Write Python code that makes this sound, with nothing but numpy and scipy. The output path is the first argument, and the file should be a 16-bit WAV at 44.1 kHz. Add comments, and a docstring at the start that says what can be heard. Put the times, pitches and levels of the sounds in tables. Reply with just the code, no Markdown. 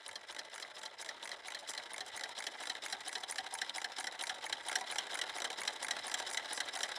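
"""Tin-can hot-air engine

A small engine runs close by in a quiet room, about four turns a second, over a faint background hush.
In every turn the loose crank knocks, the wire linkage ticks and the sliding parts scrape; these forces
excite the resonant modes of one thin can, whose hollow also hums and booms. A clacking link and a
pinging rod ring in modes of their own."""
import sys
import numpy as np
from scipy import signal
from scipy.fft import rfft, irfft, next_fast_len
from scipy.io import wavfile
from scipy.ndimage import map_coordinates

SR = 44100
rng = np.random.default_rng(int(sys.argv[2]) if len(sys.argv) > 2 else 0)


def waveform_to_disk(signal):
    """Save audio, clipped to [-1, 1], as 16-bit WAV at the path in sys.argv[1]."""
    frames = np.transpose(np.atleast_2d(signal))
    scaled = np.clip(frames, -1, 1) * 32767
    samples = np.round(scaled).astype(np.int16)
    wavfile.write(sys.argv[1], SR, samples)


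N = 307818

# Levels are relative. The can's modes form four families: low, mid, high and top.
HUSH_SPECTRUM = [(15, -23), (40, -19), (75, -1), (150, -5), (300, -27), (1000, -3.5), (3000, -14),
                 (6000, -30), (11000, -26)]  # background noise: f/Hz, level/dB
THUDS = [(0.095, -67), (2.13, -70)]  # dull far thuds: t/s, level/dB
ROOM_DECAY = [(300, 0.38), (2000, 0.042), (10000, 0.0079)]  # reverberation time: f/Hz, T60/s

# can modes: f/Hz, width/Hz, gain/dB when knocked (free, held, turned), gain/dB when ticked or scraped
CAN_MODES = [(342, 410, -3, -4.5, -6.5, -8), (618, 153, 4.5, -7, 0.5, 0.5), (737, 86, 3, 4, 7.5, -1),
             (879, 69, 1, 1, 1, 0.5), (1150, 243, -4, -14, -3.5, -8), (1342, 89, -15, -12, -11, 4),
             (1614, 144, -4.5, 8, 11, 9), (1798, 78, 5, 9, 8, 1.5), (1952, 69, 8.5, 9, 15, 13.5),
             (2017, 514, -6, -2, 4.5, 6), (3042, 128, -16, 2.5, 6.5, 3), (3204, 96, 5, 6.5, 12, 9),
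             (3413, 604, -7, 0, 3, 4), (3893, 190, 7, 9, 12, 11.5), (4135, 468, 6.5, 6, 6, 4),
             (4830, 290, 0, -16, -19, -3), (5176, 106, 5, 2, -6.5, -1), (5616, 150, 4, 3, -0.5, -1.5),
             (6160, 250, -0.5, -15, -7, -3.5), (7390, 390, -5, -6.5, -6.5, -1.5),
             (8880, 950, -23, -15, -15.5, -8.5), (9380, 420, -9, -9, -12.5, -4.5),
             (10900, 840, -23, -14, -19.5, -11), (2012, 32, -1, -6, 12, 3.5)]
FAMILY_BORDERS = [1300, 2600, 4500]  # between the four families: f/Hz
STANCE_TIMES = [1.4, 3.5, 5.4]  # the can stands free, is held, has been turned: t/s
GRIP_GAINS = [-1, -4, -0.5, 0.5, -2]  # effect of the grip on each low mode: gain/dB
# modes of the rod, link, sliding guide and hollow: f/Hz, width/Hz, gain/dB
ROD_MODES = [(8640, 180, 6.5), (9400, 650, 15), (10300, 76, 10.5), (10800, 2500, 1)]
LINK_MODES = [(890, 36, -1), (1655, 480, -5), (2086, 216, 0), (2252, 180, -1.5), (4490, 290, -9),
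              (6550, 260, -9)]
LINK_TOP_MODES = [(9500, 340, -13), (8150, 340, 7), (9770, 600, 15)]
GUIDE_MODES = [(3820, 540, 0), (5000, 730, -1.5), (5490, 530, -3)]
HOLLOW_MODES = [(766.5, 24, 3.5), (926, 33, -6.5), (947, 15, 8.5)]

# course of the run: t/s, shaking/dB, hollow note/dB, knock's top re mid/dB, extra scraping treble/dB
SHAKING = [(0, -60.5, -86, -1.5, -0.5), (1.7, -57.5, -61, -4.5, 1.5), (2.5, -56, -62, -2, 2),
           (3.3, -56, -49, -3.5, 3.5), (4.2, -56, -46, -5, 3.5), (4.9, -51.5, -56, 1, 0),
           (5.6, -52.5, -67, -1, 3), (6.98, -52, -70, 2, 0.5)]
# slides after each knock: start/turn, end/turn, then low, mid, high, top level re shaking/dB
SLIDES = [(0.038, 0.175, 2, -1, -0.5, -16), (0.221, 0.278, 5, 2, 3, -3.5),
          (0.305, 0.423, 2.5, 2.5, 0.5, -41), (0.478, 0.589, -5, -0.5, -2.5, -29),
          (0.583, 0.717, 6, 2.5, 4.5, 0.5), (0.73, 0.77, -1.5, 3, -9.5, -6),
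          (0.787, 1.03, -3, -8, -11, -6.5)]
BOOMS = [(1.453, -49, -65), (2.005, -46.5, -66), (2.287, -54, -47), (2.368, -53, -54), (2.598, -45, -60),
         (2.709, -54, -51), (2.927, -44, -69), (3.068, -48, -50), (3.158, -42, -51), (3.288, -59, -46),
         (3.388, -41, -64), (3.526, -53, -62), (3.618, -55, -56), (3.76, -42.5, -67), (3.845, -43.5, -56),
         (3.986, -53, -58), (4.215, -52, -50), (4.299, -44.5, -70), (4.442, -40, -59), (4.664, -46, -46),
         (4.758, -40, -49), (4.81, -43.5, -42), (4.914, -51, -71), (4.985, -51, -47), (5.131, -43, -62),
         (5.222, -44, -56), (5.354, -51, -59), (5.45, -49, -63), (5.5, -43.5, -46), (5.689, -50, -63),
         (6.061, -47, -70), (6.198, -45, -48), (6.759, -46, -65)]  # booms of the hollow: t/s, lower note/dB, upper note/dB
PINGS = [(0.0797, -37), (0.3162, -46), (0.551, -42), (0.785, -58), (1.014, -41), (1.246, -41), (1.474, -43),
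         (1.7052, -44), (1.934, -34), (2.164, -35), (2.394, -51), (2.6263, -52.5), (2.852, -36),
         (3.082, -30), (3.31, -26), (3.5396, -28), (3.771, -34.5), (3.9986, -31.5), (4.224, -29.5),
         (4.4557, -41), (4.6857, -30.5), (4.913, -29), (5.143, -35), (5.373, -39), (5.6061, -32.5),
         (5.8374, -34), (6.068, -31.5), (6.3023, -37), (6.531, -25.5), (6.761, -36)]  # impacts on the rod: t/s, level/dB
CLACKS = [(0.0898, -39.5, -6), (0.3244, -42, 4.5), (0.559, -40.5, 4.5), (0.792, -42, -2), (1.024, -40, 1),
          (1.2543, -38, 6), (1.4825, -37, 7), (1.713, -39, 6), (1.9414, -37, 2), (2.1737, -36, 3.5),
          (2.4027, -36, 2), (2.635, -36.5, -1), (2.8614, -34, 4.5), (3.091, -37.5, -2.5), (3.322, -34, -3),
          (3.551, -33.5, 1), (3.781, -32.5, 3), (4.0066, -35, 5.5), (4.2368, -31.5, 5), (4.463, -34.5, 5.5),
          (4.695, -34, -1), (4.922, -33.5, 2.5), (5.1528, -34, 2), (5.383, -35, 1), (5.616, -34.5, 1),
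          (5.846, -33, 2), (6.0796, -34.5, 2.5), (6.312, -34.5, -0.5), (6.5409, -49, 3), (6.772, -34, 3)]  # impacts on the link: t/s, level/dB, gain of this turn's ticks/dB
# ticks around a clack: lag/s (first, last), level re shaking/dB (first, last), high, top re mid/dB
LINKAGE_TICKS = [(-.04, -0.14, 0.5, -2.5, 1, -33), (-.028, -0.019, 3.5, -0.5, 10.5, -9),
                 (0.09, 0.07, 10, 7.5, -12, -34), (0.06, 0.032, 6.5, -1.5, -2, -20),
                 (.108, .103, -5.5, -5.5, 8.5, -19), (.148, .144, -16, 7.5, 5, -1)]
LOOSE_TICKS = [(0.062, -49, 9, 2), (0.386, -47, 2, 1), (0.5402, -50.5, 5, 7), (0.853, -46, 5, 0),
               (2.063, -48, 0, 3), (2.2914, -45, -7, 0), (2.7509, -41.5, 0, -9), (2.837, -49, 8, 5),
               (3.0057, -45.5, 7, 0), (3.0158, -45, -12, -16), (3.2347, -45.5, 13.5, -3),
               (3.298, -46, -5, 10), (3.464, -40, 1, -8), (3.694, -52.5, 21.5, 8), (3.7594, -48, -1, 9.5),
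               (3.9848, -40.5, -1, 3), (4.123, -44, -4, -1), (4.1916, -49, 14.5, 2.5), (4.21, -44, 11.5, 7),
               (4.4394, -41.5, 0.5, -4), (4.8097, -36.5, -17, -4), (5.0085, -47, 3, -9),
               (5.2375, -37, -2, -13), (5.9335, -42, -5, -10), (5.2939, -42, 4.5, -10),
               (5.4426, -34.5, 4.5, -2), (5.446, -39, 2, -2), (5.5017, -33, -2.5, -6), (5.734, -52, -4, 6),
               (5.966, -35.5, -4, -8), (5.991, -47, 4, -6), (5.516, -46, 3, -3), (5.529, -50.5, 10, 0),
               (2.767, -47, 4, -5), (2.821, -50, 7, 1), (6.1988, -36, 0, -1), (6.264, -46.5, 11.5, 0),
               (6.3943, -43, 0, -20), (6.427, -53, -6, -1), (6.752, -40, -2, 4), (6.889, -38.5, -15, -4)]  # occasional ticks: t/s, level/dB, high re mid/dB, top re mid/dB
TAPS = [(0.1124, -45), (0.129, -46.5), (0.3473, -43), (0.3637, -40.5), (0.5793, -42.5), (0.599, -41.5),
        (0.8147, -45), (0.8325, -39), (1.0465, -43.5), (1.0606, -42.5), (1.2749, -43.5), (1.292, -39),
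        (1.5037, -42), (1.5203, -40), (1.7355, -40), (1.7492, -40), (1.9615, -44), (1.9801, -38),
        (2.1942, -42.5), (2.2094, -38), (2.4235, -42), (2.44, -41), (2.6544, -44), (2.6707, -35.5),
        (2.883, -44), (2.8986, -42), (3.1131, -49), (3.128, -37.5), (3.344, -51), (3.3573, -38.5),
        (3.5678, -66), (3.5873, -39), (3.8023, -49), (3.816, -38), (4.029, -50), (4.042, -37),
        (4.2557, -51), (4.2693, -37.5), (4.4847, -59), (4.496, -36), (4.7146, -36), (4.7278, -35.5),
        (4.9427, -51), (4.9575, -35.5), (5.1727, -40), (5.1896, -34.5), (5.4018, -37), (5.4193, -33),
        (5.6337, -37), (5.6513, -36.5), (5.8663, -43), (5.8835, -34.5), (6.0965, -39.5), (6.1151, -35),
        (6.332, -43.5), (6.345, -35.5), (6.5617, -50), (6.575, -34), (6.7897, -41), (6.806, -35.5)]  # two taps between clack and knock: t/s, level/dB
KNOCKS = [(0.155, -42.5, 5.5), (0.39, -41.5, 6), (0.6237, -43, 6), (0.8582, -46.5, 7), (1.088, -39, 1),
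          (1.314, -40.5, 1.5), (1.546, -41, 7), (1.776, -40, 6), (2.0055, -39.5, 4.5), (2.2351, -39.5, 6.5),
          (2.466, -38, 7), (2.696, -36, 3.5), (2.9241, -34, 0), (3.1519, -36, 1.5), (3.3821, -35, 2.5),
          (3.6142, -33, -1.5), (3.8429, -36, 1), (4.0686, -32.5, -5.5), (4.2934, -34, 0),
          (4.5246, -33.5, 2), (4.754, -31, 0), (4.9827, -34.5, 4), (5.213, -35.5, 6), (5.449, -39, 4),
          (5.6748, -32.5, 3.5), (5.9075, -32.5, 1.5), (6.1397, -34, 3.5), (6.371, -34, 2),
          (6.6017, -34.5, 4.5), (6.83, -34.5, 2)]  # crank impacts: t/s, level/dB, high re mid/dB

SNAP_SCATTER_DB, COLOUR_SCATTER_DB = 1.5, 1.5  # spread of crispness and timbre between contacts


def amp(db):
    """Amplitude ratio of a level in dB."""
    return 10 ** (np.asarray(db) / 20)


def unit(x):
    """Normalisation to an rms of 1."""
    return x / np.sqrt(np.mean(np.abs(x) ** 2) + 1e-20)


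def along(points, hz):
    """Interpolation of (f/Hz, value) points on a logarithmic frequency axis."""
    f, values = np.transpose(points)
    return np.interp(np.log(hz + 1), np.log(f + 1), values)


def curves(rows, at):
    """Linear interpolation of each column over the times in the first."""
    s, *columns = np.transpose(rows)
    return np.array([np.interp(at, s, column) for column in columns])


def wobble(rate):
    """Smooth random modulation: a spline through rate knots a second."""
    return map_coordinates(rng.standard_normal(int(N * rate / SR) + 4), [np.arange(N) * rate / SR])


def filtered(x, response):
    """Linear filtering: the spectrum is multiplied by a frequency response."""
    size = next_fast_len(N + SR // 2)
    return irfft(rfft(x, size) * response(np.fft.rfftfreq(size, 1 / SR)), size)[..., :N]


def ring(force, modes):
    """Modal superposition: damped resonators of alternating sign, at unit power gain for white noise."""
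    def response(f):
        return unit(sum((-1) ** k * amp(db) * 1j * f * width / (centre ** 2 - f * f + 1j * f * width)
                        for k, (centre, width, db) in enumerate(modes)))
    return filtered(force, response)


def impacts(times, db, hold_s, t60, snap, rise_s=0.00042):
    """Contact forces: an impulsive snap in noisy chatter that holds, then decays exponentially."""
    t = np.arange(SR // 20) / SR
    envelope = (1 - np.exp(-t / rise_s)) * amp(-60 * np.maximum(t - hold_s, 0) / t60)
    bursts = envelope * rng.standard_normal((len(times), len(t)))
    bursts *= np.linalg.norm(envelope) / np.linalg.norm(bursts, axis=1, keepdims=True)  # equal energy
    bursts[:, round(rise_s * SR)] += snap * amp(SNAP_SCATTER_DB * rng.standard_normal(len(times)))
    samples = np.round(times * SR).astype(int)[:, None] + np.arange(len(t))
    return np.bincount(samples.ravel(), (amp(db)[:, None] * bursts).ravel(), N + SR)[:N]


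def background_hush():
    """Spectrally shaped noise: soft hiss over a low rumble, growing slowly louder for five seconds."""
    noise = unit(filtered(rng.standard_normal(N), lambda hz: amp(along(HUSH_SPECTRUM, hz))))
    return amp(np.interp(np.arange(N) / SR, [0, 5], [-78, -72]) + 1.8 * wobble(8.2)) * noise


def thuds():
    """Soft impacts excite a single damped low resonance."""
    s, db = np.transpose(THUDS)
    return ring(impacts(s, db, hold_s=0.014, t60=0.043, snap=0.3, rise_s=0.0044), [(95, 35, 0)])


def reverberation(x):
    """Convolution with a time-varying room response in which high frequencies decay fastest."""
    step, out = SR // 10, np.zeros(N + SR)
    for start in range(0, N, step):
        hz, t, spectra = signal.stft(rng.standard_normal(SR // 4), SR, nperseg=256)
        decay = amp(-60 * t / along(ROOM_DECAY, hz)[:, None])
        tail = signal.istft(spectra * decay, SR, nperseg=256)[1]
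        wet = signal.fftconvolve(x[start:start + step], tail / np.linalg.norm(tail))
        out[start + 300:][:len(wet)] += wet  # reflections arrive about 7 ms late
    return out[:N]


def radiation(hz):
    """A small source radiates little bass; cancellation cuts one narrow notch."""
    detuning = 4500 ** 2 - hz ** 2
    highpass = (1j * hz / (300 + 1j * hz)) ** 2
    return highpass * (detuning + 1j * hz * 190) / (detuning + 1j * hz * 450)


def hollow_booms(notes_hz=(755.8, 953), swell_s=0.0074):
    """Cavity resonance: two notes swell and die quickly, a little off pitch each time."""
    t, out = np.arange(SR // 10) / SR, np.zeros(N + SR)
    swell = t / swell_s * np.exp(1 - t / swell_s)
    for s, *db in BOOMS:
        hz = np.array(notes_hz) * (1 + 0.0071 * rng.standard_normal(2))
        notes = np.sin(2 * np.pi * (hz[:, None] * t + rng.random((2, 1))))
        out[round(s * SR):][:len(t)] += swell * (amp(db) @ notes)
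    return out[:N]


def slide_levels(angle, edge_turns=0.024, settle_s=3.9):
    """Friction follows the crank angle: the level in dB on each mode family."""
    start, end, *db = np.transpose(SLIDES)

    def window(a):
        return (np.tanh((a - start[:, None]) / edge_turns) - np.tanh((a - end[:, None]) / edge_turns)) / 2
    sliding = amp(db) @ np.abs(window(angle) + window(angle + 1))
    early_db = 2.5 * np.exp(-np.arange(N) / SR / settle_s)  # at first the parts rub harder between slides
    between = amp([-17, -17, -16.5, -16])[:, None] * amp(early_db)
    return 20 * np.log10(between + sliding)


def scraping():
    """Sliding friction: gritty forces for the can, and the sound of the guide and the hollow."""
    t, knock_s = np.arange(N) / SR, np.transpose(KNOCKS)[0]
    turn_s = np.r_[knock_s[0] - 0.232, knock_s, knock_s[-1] + 0.23]
    angle = np.interp(t, turn_s, np.arange(len(turn_s))) % 1  # in turns
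    shake_db, note_db, _, treble_db = curves(SHAKING, t)
    stroke_db = slide_levels(angle)
    level_db = stroke_db + [shake_db, shake_db, shake_db, shake_db + treble_db]
    slips = (rng.random(N) < 260 / SR) * amp(7.4 * rng.random(N))  # tiny slips shake all modes at once
    grit = signal.lfilter([1], [1, -np.exp(-1 / (0.0028 * SR))], slips)
    flicker = amp([0.87 * wobble(40), 0.39 * wobble(60), 2.0 * wobble(70), 5.8 * wobble(70)])
    rough = (1 + grit * [[0.2], [0.9], [1.4], [1.6]]) * flicker * rng.standard_normal((4, N))
    friction = amp(level_db) * [unit(row) for row in rough]
    opening = 0.67 * np.exp(-((angle - 0.57) / 0.032) ** 2)  # a short swish as the stroke opens
    swish = amp(shake_db + 5.5 + 2.9 * wobble(110)) * (0.18 * amp(stroke_db[2]) + opening)
    swish *= (1 + 0.42 * grit) * rng.standard_normal(N)
    hum = amp(note_db + 3.5 * (stroke_db[0] - stroke_db[0].max())) * rng.standard_normal(N)
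    guide = sum(ring(amp(2.7 * wobble(11) - 7.5) * swish, modes)
                for modes in (GUIDE_MODES[:1], GUIDE_MODES[1:]))
    return friction, guide + ring(hum, HOLLOW_MODES)


def rod_pings():
    """Free vibration of a thin rod after brief impacts."""
    s, db = np.transpose(PINGS)
    return ring(impacts(s, db, hold_s=0.00015, t60=0.014, snap=1.8), ROD_MODES)


def link_clacks():
    """Impacts excite the link's body modes and, more weakly, its top modes."""
    s, db, _ = np.transpose(CLACKS)
    top_db = db - 8 + COLOUR_SCATTER_DB * rng.standard_normal(len(s))
    body = ring(impacts(s, db, hold_s=0.00025, t60=0.024, snap=4.4), LINK_MODES)
    return body + ring(impacts(s, top_db, hold_s=0.00026, t60=0.018, snap=2.2), LINK_TOP_MODES)


def can_contacts(events, hold_s, t60, snap, low_db, low_hold_s, rise_s):
    """Impact forces on the four mode families; the can's belly shakes longer."""
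    s, db, high_db, top_db = np.transpose(events)
    return np.array([impacts(s, db + high_db / 2 + low_db, low_hold_s, t60=0.029, snap=8.3),
                     impacts(s, db, hold_s, t60, snap, rise_s),
                     impacts(s, db + high_db, hold_s, t60, snap, rise_s),
                     impacts(s, db + top_db, hold_s, t60, snap, 2 * rise_s)])


def linkage_ticks(scatter_s=0.0003, scatter_db=2):
    """Light impact forces: loose ticks, and regular ones whose lag and level drift as the engine warms."""
    clack_s, _, turn_db = np.transpose(CLACKS)[..., None]
    first_s, last_s, first_db, last_db, high_db, top_db = np.transpose(LINKAGE_TICKS)
    progress = clack_s * SR / N
    s = clack_s + first_s + progress * (last_s - first_s)
    db = curves(SHAKING, clack_s)[0] + turn_db + first_db + progress * (last_db - first_db)
    regular = np.stack(np.broadcast_arrays(s, db, high_db, top_db), axis=-1).reshape(s.size, -1)
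    scatter = [scatter_s, -scatter_db, COLOUR_SCATTER_DB, COLOUR_SCATTER_DB]
    regular += scatter * rng.standard_normal(regular.shape)
    return can_contacts(np.concatenate([LOOSE_TICKS, regular]), hold_s=0.00015, t60=0.024, snap=2.4,
                        low_db=-8.5, low_hold_s=0.0045, rise_s=0.00022)


def taps(high_db=-1.5, top_db=-3):
    """Very short contacts give broadband forces, each with a colour of its own."""
    colour_db = [high_db, top_db] + COLOUR_SCATTER_DB * rng.standard_normal((len(TAPS), 2))
    return can_contacts(np.column_stack([TAPS, colour_db]), hold_s=0.000092, t60=0.021, snap=4.54,
                        low_db=-9, low_hold_s=0.0049, rise_s=0.0002)


def crank_knocks():
    """Backlash: the loose crank strikes once a turn with a longer, chattering force."""
    s = np.transpose(KNOCKS)[0]
    top_db = curves(SHAKING, s)[2] + COLOUR_SCATTER_DB * rng.standard_normal(len(s))
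    return can_contacts(np.column_stack([KNOCKS, top_db]), hold_s=0.0028, t60=0.032, snap=4.7,
                        low_db=-14, low_hold_s=0.018, rise_s=0.0009)


def can(forces, column):
    """Forced vibration: each force drives one mode family, with the gains in one table column."""
    modes = np.array(CAN_MODES)[:, [0, 1, column]]
    family = np.searchsorted(FAMILY_BORDERS, modes[:, 0])
    return sum(ring(force, modes[family == k]) for k, force in enumerate(forces))


def rubbed_can(forces):
    """Modal response to ticks, taps and friction; the grip weakens the lowest modes."""
    held = np.interp(np.arange(N) / SR, STANCE_TIMES, [0, 1, 0.55])
    held_modes = [(hz, width, db + grip_db) for (hz, width, *_, db), grip_db in zip(CAN_MODES, GRIP_GAINS)]
    free_forces = np.vstack([(1 - held) * forces[0], forces[1:]])
    return ring(held * forces[0], held_modes) + can(free_forces, column=5)


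def knocked_can(forces):
    """Modal response to knocks; the modal gains shift as the can is gripped and turned."""
    t = np.arange(N) / SR
    return sum(can(forces * np.interp(t, STANCE_TIMES, share), column=2 + k)
               for k, share in enumerate(np.eye(len(STANCE_TIMES))))


def scene():
    """Superposition of the engine's direct sound, its reverberation and the background."""
    friction, swish_and_hum = scraping()
    light_forces = linkage_ticks() + taps() + friction
    vibration = knocked_can(crank_knocks()) + rubbed_can(light_forces)
    vibration += rod_pings() + link_clacks() + hollow_booms() + swish_and_hum
    direct = filtered(vibration, radiation)
    return (direct + amp(-15) * reverberation(direct) + background_hush() + thuds())[None]


def record(dry, sampling_hz=24000, top_hz=16000):
    """Spectral imaging: a steep edge below half of sampling_hz, and a faint mirrored treble above."""
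    def image_gain(hz):
        return amp(np.interp(hz, [12600, 13080, 13940, 14700, 15500, 15900],
                             [-66, -5.5, -14, -23, -33, -55]))
    band = filtered(dry, lambda hz: amp(np.interp(hz, [10800, 11300, 12200], [0, -22, -48])))
    image = band * np.cos(2 * np.pi * sampling_hz * np.arange(N) / SR)
    return filtered(band + filtered(image, image_gain), lambda hz: hz < top_hz)


dry = scene()
out = record(dry)
waveform_to_disk(out)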